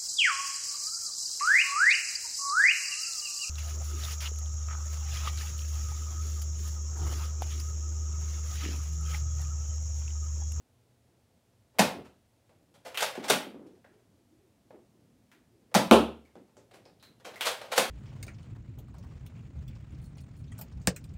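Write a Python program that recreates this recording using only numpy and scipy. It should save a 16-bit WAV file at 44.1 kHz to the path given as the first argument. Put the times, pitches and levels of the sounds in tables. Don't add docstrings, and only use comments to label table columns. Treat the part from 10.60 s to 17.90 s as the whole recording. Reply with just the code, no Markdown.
import sys
import numpy as np
from scipy import signal
from scipy.fft import rfft, irfft
from scipy.io import wavfile
from scipy.ndimage import map_coordinates

SR = 44100
rng = np.random.default_rng(int(sys.argv[2]) if len(sys.argv) > 2 else 0)


def digitize_waveform(pressure):
    field = np.atleast_2d(pressure).T
    bounded = np.clip(field, -1, 1)
    quanta = np.round(bounded * 32767).astype(np.int16)
    wavfile.write(sys.argv[1], SR, quanta)


N = 321930
SIZE = 32768
T = np.arange(SIZE) / SR
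HZ = np.fft.rfftfreq(SIZE, 1 / SR)


# t/s, catch click level/dB, plunger slam level/dB, air pop level/dB
SHOTS = [(1.1853, -29.5, -17, -22.5), (5.1425, -28.5, -17.5, -20)]
# f/Hz, level/dB
PLUNGER_COLOUR = [(40, -38.5), (130, -16), (250, -5), (400, -10), (520, 1), (900, -2), (1500, -11),
                  (2500, -12.5), (5000, -14.5), (10000, -22), (16000, -35)]
# f/Hz, level/dB
POP_COLOUR = [(30, -40), (70, -18.5), (120, -16.5), (190, 0.5), (320, -8.5), (600, -22), (3000, -65)]


def shots(travel_s=.005, pop_delay_s=.009, pop_hz=198, pop_time_s=.0064):
    out = np.zeros(N)
    u = T / pop_time_s
    pop = norm(u ** 2 * np.exp(-u) * np.sin(2 * np.pi * pop_hz * T))
    for s, click_db, slam_db, pop_db in SHOTS:
        release = in_room(clatter(time=.002), wet_db=5)
        add(out, s, click_db, coloured(release, along(CATCH_COLOUR)))

        slam = in_room(clatter(time=.0042, grain=.4), wet_db=2)
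        slam_colour = along(PLUNGER_COLOUR) + .55 * hollow_db() + ripple(depth_db=1.4)
        add(out, s + travel_s, slam_db, coloured(slam, slam_colour))

        pop_tail = in_room(pop, wet_db=0) - pop
        pop_tail = norm(coloured(pop_tail, along(POP_COLOUR)))
        add(out, s + pop_delay_s, pop_db, pop + amp(-4.5) * pop_tail)
    return out


# unlock t/s, catch t/s, back stop t/s, push forward t/s, feed t/s,
# slam home t/s, feed level/dB, body thud level/dB
RACKS = [(2.248, 2.3735, 2.420, 2.550, 2.636, 2.698, -38, -33),
         (6.645, 6.809, 6.866, 7.012, 7.115, 7.176, -30, -37)]
# level/dB, clatter time t/s, weight level/dB, brightness slope/dB per octave
UNLOCK = (-41.5, .0105, 3, -1.4)
SCRAPE = (-31.3, .0105, -9, .5)
BACK_STOP = (-26.5, .0044, -7, -.6)
PUSH = (-42.5, .0045, -8, -3)
HOME = (-18.8, .0032, 3.5, -.1)
# level/dB, ring f/Hz, ring width f/Hz, ring level/dB
LATCH = (-30, 3080, 1400, 10.5)
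SCRAPE_LEAD_S = .019
THUD_LAG_S, THUD_HZ = .016, 240


def racking():
    sounds = []
    for unlock, latch, back, push, feed, home, feed_db, thud_db in RACKS:
        sounds += [
            clack(unlock, *UNLOCK),
            snap(latch, *LATCH),
            clack(back - SCRAPE_LEAD_S, *SCRAPE),
            clack(back, *BACK_STOP),
            clack(push, *PUSH),
            clack(feed, feed_db, time=.009, weight_db=-12, bright_db=-1.7),
            clack(home - SCRAPE_LEAD_S, *SCRAPE),
            clack(home, *HOME),
            bump(home + THUD_LAG_S, thud_db, THUD_HZ),
        ]
    return played(sounds)


# level/dB, unevenness level/dB
RUB = (-54.5, 3)
# f/Hz, level/dB
RAILS_COLOUR = [(100, -22), (550, 0), (1100, -7), (3000, -12), (15000, -34)]


def rubbing(fade_s=.035):
    t = np.arange(N) / SR
    db, uneven_db = RUB
    moving = np.zeros(N)
    for unlock, _, _, _, _, home, _, _ in RACKS:
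        to_edge = np.minimum(t - unlock + fade_s / 2, home - t)
        moving += np.clip(to_edge / fade_s, 0, 1) ** 2
    return moving * amp(db + uneven_db * wobble(rate=90)) * noise(RAILS_COLOUR)


# t/s, level/dB, clatter time t/s, weight level/dB, brightness slope/dB per octave
TICKS = [(1.134, -58, .03, 7, -4.5), (1.446, -56.5, .007, -6, -3), (1.893, -62.5, .003, 5.5, -4),
         (2.138, -60, .009, -2.5, -.5), (3.064, -66, .004, 2.5, -1), (3.243, -59, .003, -3, -6),
         (4.104, -52, .004, 4, -7.5), (5.114, -56.5, .003, -1.5, -6), (5.753, -53.5, .0015, 12.5, -4),
         (5.968, -55, .001, 18, -5), (6.111, -57.5, .0018, 8, -2.5), (6.135, -54, .005, 17, -1),
         (6.156, -61, .001, 5, -.5), (6.252, -56, .0032, 11.5, -3), (6.598, -61, .004, 2, -2.5)]
# t/s, level/dB, ring f/Hz, ring width f/Hz, ring level/dB
SNAPS = [(2.3453, -40.5, 2700, 1700, 13), (3.244, -62.5, 1700, 1300, 23), (4.716, -60, 1900, 2300, 8),
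         (5.652, -67, 2197, 399, 14), (5.968, -65.5, 7000, 7000, 22), (6.254, -64.5, 5070, 2500, 24),
         (6.398, -66, 3960, 2170, 22), (6.4265, -54.5, 4050, 500, 17), (6.758, -48.5, 2050, 330, 17)]


def handling():
    return played([clack(*row) for row in TICKS] + [snap(*row) for row in SNAPS])


CREAKS_PER_S, CREAK_DB, CREAK_SPREAD_DB = 3, -69.5, 2


def creaks():
    draws = rng.random((int(CREAKS_PER_S * N / SR), 2))
    sounds = []
    for when, size in draws:
        db = CREAK_DB + CREAK_SPREAD_DB * (2 * size - 1)
        sounds.append(clack(when * N / SR, db, time=.007, weight_db=1, bright_db=-4))
    return played(sounds)


# t/s, level/dB
SMACK = (5.3115, -8)
# f/Hz, level/dB, t60/s
PANEL = [(73, -13.5, 0.62), (227, 4.5, 0.37), (358, -5, .25), (464, -3, 0.24), (577, -5, 0.22),
         (631, -4.5, 0.19), (856, 1, 0.16), (921, -11, 0.27), (1006, -11.5, 0.18), (1068, -6, 0.25),
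         (1141, -8, 0.2), (1336, -12, 0.3), (1377, -26, 0.38)]
# f/Hz, level/dB
SLAP_COLOUR = [(40, -32), (130, -15), (230, 2), (450, 3.5), (850, -3.5), (1300, -9), (2000, -24.5),
               (2600, -14.5), (3400, -15), (5000, -27), (10000, -29), (16000, -44)]


def smack():
    out = np.zeros(N)
    s, db = SMACK
    slap = norm(coloured(in_room(click(), wet_db=13.5, build=.005), along(SLAP_COLOUR)))
    crack_colour = 22 * peak(1200, 910) + 24 * peak(2900, 2400)
    crack = norm(coloured(clatter(time=.0005, grain=.1), crack_colour))
    boom = np.zeros(SIZE)
    for hz, level, t60 in PANEL:
        boom += amp(level - 60 * T / t60) * np.sin(2 * np.pi * (hz * T + rng.random()))
    boom = norm(boom * (1 - np.exp(-T / .004)))
    add(out, s, db, slap + amp(-3.5) * boom + amp(-11.5) * crack)
    return out


# t/s, level/dB, pitch f/Hz
DROP = (2.578, -36, 275)
FLIGHT_S, FLIGHT_SHRINK, BOUNCE_LOSS_DB = .175, .66, 3


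def bouncing(count=8):
    s, db, hz = DROP
    k = np.arange(count)
    flights = FLIGHT_S * FLIGHT_SHRINK ** k
    landings = s + np.cumsum(flights) - flights
    levels = db - BOUNCE_LOSS_DB * k
    return played(bump(at, level, hz) for at, level in zip(landings, levels))


ROLL_START_S, ROLL_END_S = 3.0, 5.1
ROLL_HZ, ROLL_WANDER_OCTAVES, ROLL_TURNS_PER_S = 265, .6, 14


def rolling(db=-69, knots=140, fresh_db=16, settle_s=.13):
    t = np.arange(N) / SR
    hz = ROLL_HZ * 2 ** (ROLL_WANDER_OCTAVES * np.tanh(wobble(ROLL_TURNS_PER_S)))
    phase = 2 * np.pi * np.cumsum(hz) / SR
    moving = np.clip(np.minimum(t - ROLL_START_S, ROLL_END_S - t) * 20, 0, 1)
    level_db = db + fresh_db * np.exp(-np.abs(t - ROLL_START_S) / settle_s)
    rumble = wobble(knots) * np.cos(phase) + wobble(knots) * np.sin(phase)
    return amp(level_db) * moving * rumble


# t/s, level/dB, pitch f/Hz
BUMPS = [(1.349, -42.5, 270), (1.367, -52, 89.5), (1.386, -45, 379), (4.145, -51.5, 299.5),
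         (5.764, -49, 254)]


def bumps():
    return played(bump(*row) for row in BUMPS)


# f/Hz, level/dB
HISS_COLOUR = [(15, -62), (25, -36.5), (43, -11), (119, 1), (169, -20.5), (246, -9), (267, -17.5),
               (457, -17), (495, -13.5), (684, -17.5), (1200, -25.5), (9300, -32), (15500, -38)]
# f/Hz, level/dB
HUM = [(118.4, -79), (242.2, -83), (678.3, -88.5)]
# t/s, level/dB
SHUFFLE = [(0, -77), (1, -73), (3.3, -73), (5.9, -71), (6.3, -63), (6.6, -67), (7.3, -74)]
# f/Hz, level/dB
SHUFFLE_COLOUR = [(60, -31), (160, 3.5), (400, -3), (700, -14.5), (1100, -26.5), (8000, -47.5)]


def background():
    t = np.arange(N) / SR
    hum = sum(amp(db) * np.sqrt(2) * np.sin(2 * np.pi * hz * t) for hz, db in HUM)
    effort_db = np.interp(t, *np.transpose(SHUFFLE)) + 5 * np.tanh(wobble(rate=12))
    shuffle = amp(effort_db) * noise(SHUFFLE_COLOUR)
    return amp(-69) * noise(HISS_COLOUR) + amp(-1) * hum + shuffle


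# f/Hz, level/dB
SHELL_COLOUR = [(29, -69), (50, -42), (299, -13), (337, -18.5), (408, -6), (584, -0.5), (1140, -8.5),
                (1380, -7), (1880, -9.5), (3340, -9.5), (3580, -10), (10200, -18), (15000, -27)]


def clack(s, db, time, weight_db, bright_db, weight_hz=290, weight_width=280):
    body = along(SHELL_COLOUR) + hollow_db() + ripple(depth_db=1.9)
    octaves = np.log2(np.clip(HZ, 450, 9000))
    blow = in_room(clatter(time, grain=.49), wet_db=2.5)
    colour = body + weight_db * peak(weight_hz, weight_width) + bright_db * octaves
    return s, db, coloured(blow, colour)


# f/Hz, level/dB
CATCH_COLOUR = [(100, -29), (500, -1), (1400, 3.5), (6000, -4.5), (16000, -11)]


def snap(s, db, hz, width, ring_db):
    contact = in_room(clatter(time=.0006, grain=.3), wet_db=7)
    return s, db, coloured(contact, along(CATCH_COLOUR) + ring_db * peak(hz, width))


def bump(s, db, hz, above_db=15, below_db=26):
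    away = np.log2((HZ + 1) / hz)
    slope = np.where(away > 0, above_db, below_db)
    fall_db = slope * (np.hypot(away, .5) - .5)
    return s, db, coloured(in_room(click(), wet_db=3.5), -fall_db)


# f/Hz, width f/Hz, level/dB
HOLLOW = [(512.5, 22, 4.5), (694, 40, 0.5), (870, 42, 2.5), (2900, 220, -2)]


def hollow_db():
    return sum(db * peak(hz, width) for hz, width, db in HOLLOW)


def ripple(depth_db):
    return depth_db * map_coordinates(rng.standard_normal(size=200), [np.sqrt(HZ)])


def clatter(time, grain=.7):
    u = T / max(time, 1e-4)
    sizes = np.exp(grain * np.repeat(rng.standard_normal(SIZE // 32), 32))
    return norm(u * np.exp(-u) * sizes * rng.standard_normal(SIZE))


def click():
    return 1. * (T == 0)


# f/Hz, t60/s
ROOM = [(70, .55), (250, .36), (600, .33), (3000, .35), (7000, 0.26), (14000, 0.3)]


def in_room(x, wet_db, build=.0019):
    hz, t, z = signal.stft(rng.standard_normal(SIZE), SR, nperseg=256)
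    decay_db = -60 * t / along(ROOM, hz)[:, None]
    tail = signal.istft(z * amp(decay_db), SR, nperseg=256)[1][:SIZE]
    filled = np.sqrt(np.cumsum(x ** 2)) * (1 - np.exp(-T / build))
    return x + amp(wet_db) * norm(tail * filled)


def amp(db):
    return 10 ** (np.asarray(db) / 20)


def norm(x):
    return x / np.sqrt(np.sum(x ** 2) + 1e-20)


def along(points, hz=HZ):
    f, v = np.transpose(points)
    return np.interp(np.log(hz + 1), np.log(f + 1), v)


def peak(hz, width):
    return 1 / (1 + ((HZ - hz) / (width / 2)) ** 2)


def coloured(x, db):
    cepstrum = irfft(np.log(np.maximum(amp(db), 1e-6)))
    cepstrum[1:SIZE // 2] *= 2
    cepstrum[SIZE // 2 + 1:] = 0
    return irfft(rfft(x) * np.exp(rfft(cepstrum)))


def noise(points):
    gain = amp(along(points, np.fft.rfftfreq(N, 1 / SR)))
    return norm(irfft(rfft(rng.standard_normal(N)) * gain, N)) * np.sqrt(N)


def wobble(rate):
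    return map_coordinates(rng.standard_normal(int(N / SR * rate) + 4), [np.arange(N) / SR * rate])


def add(track, s, db, x, hold=.027):
    start = round(s * SR)
    track[start:start + SIZE] += (amp(db) * np.sqrt(hold * SR) * norm(x))[:N - start]


def played(sounds):
    out = np.zeros(N)
    for s, db, x in sounds:
        add(out, s, db, x)
    return out


def scene():
    blaster = shots() + racking() + rubbing() + handling() + creaks()
    balls = smack() + bouncing() + rolling()
    return (blaster + balls + bumps() + background())[None]


def record(dry, low_hz=42, top_hz=15850):
    thin = signal.sosfilt(signal.butter(2, low_hz, "high", fs=SR, output="sos"), dry)
    held = thin / (1 + (thin / .9) ** 6) ** (1 / 6)
    band = np.clip((top_hz - np.fft.rfftfreq(N, 1 / SR)) / 400 + .5, 0, 1)
    return irfft(rfft(held) * band, N)


dry = scene()
out = record(dry)
digitize_waveform(out)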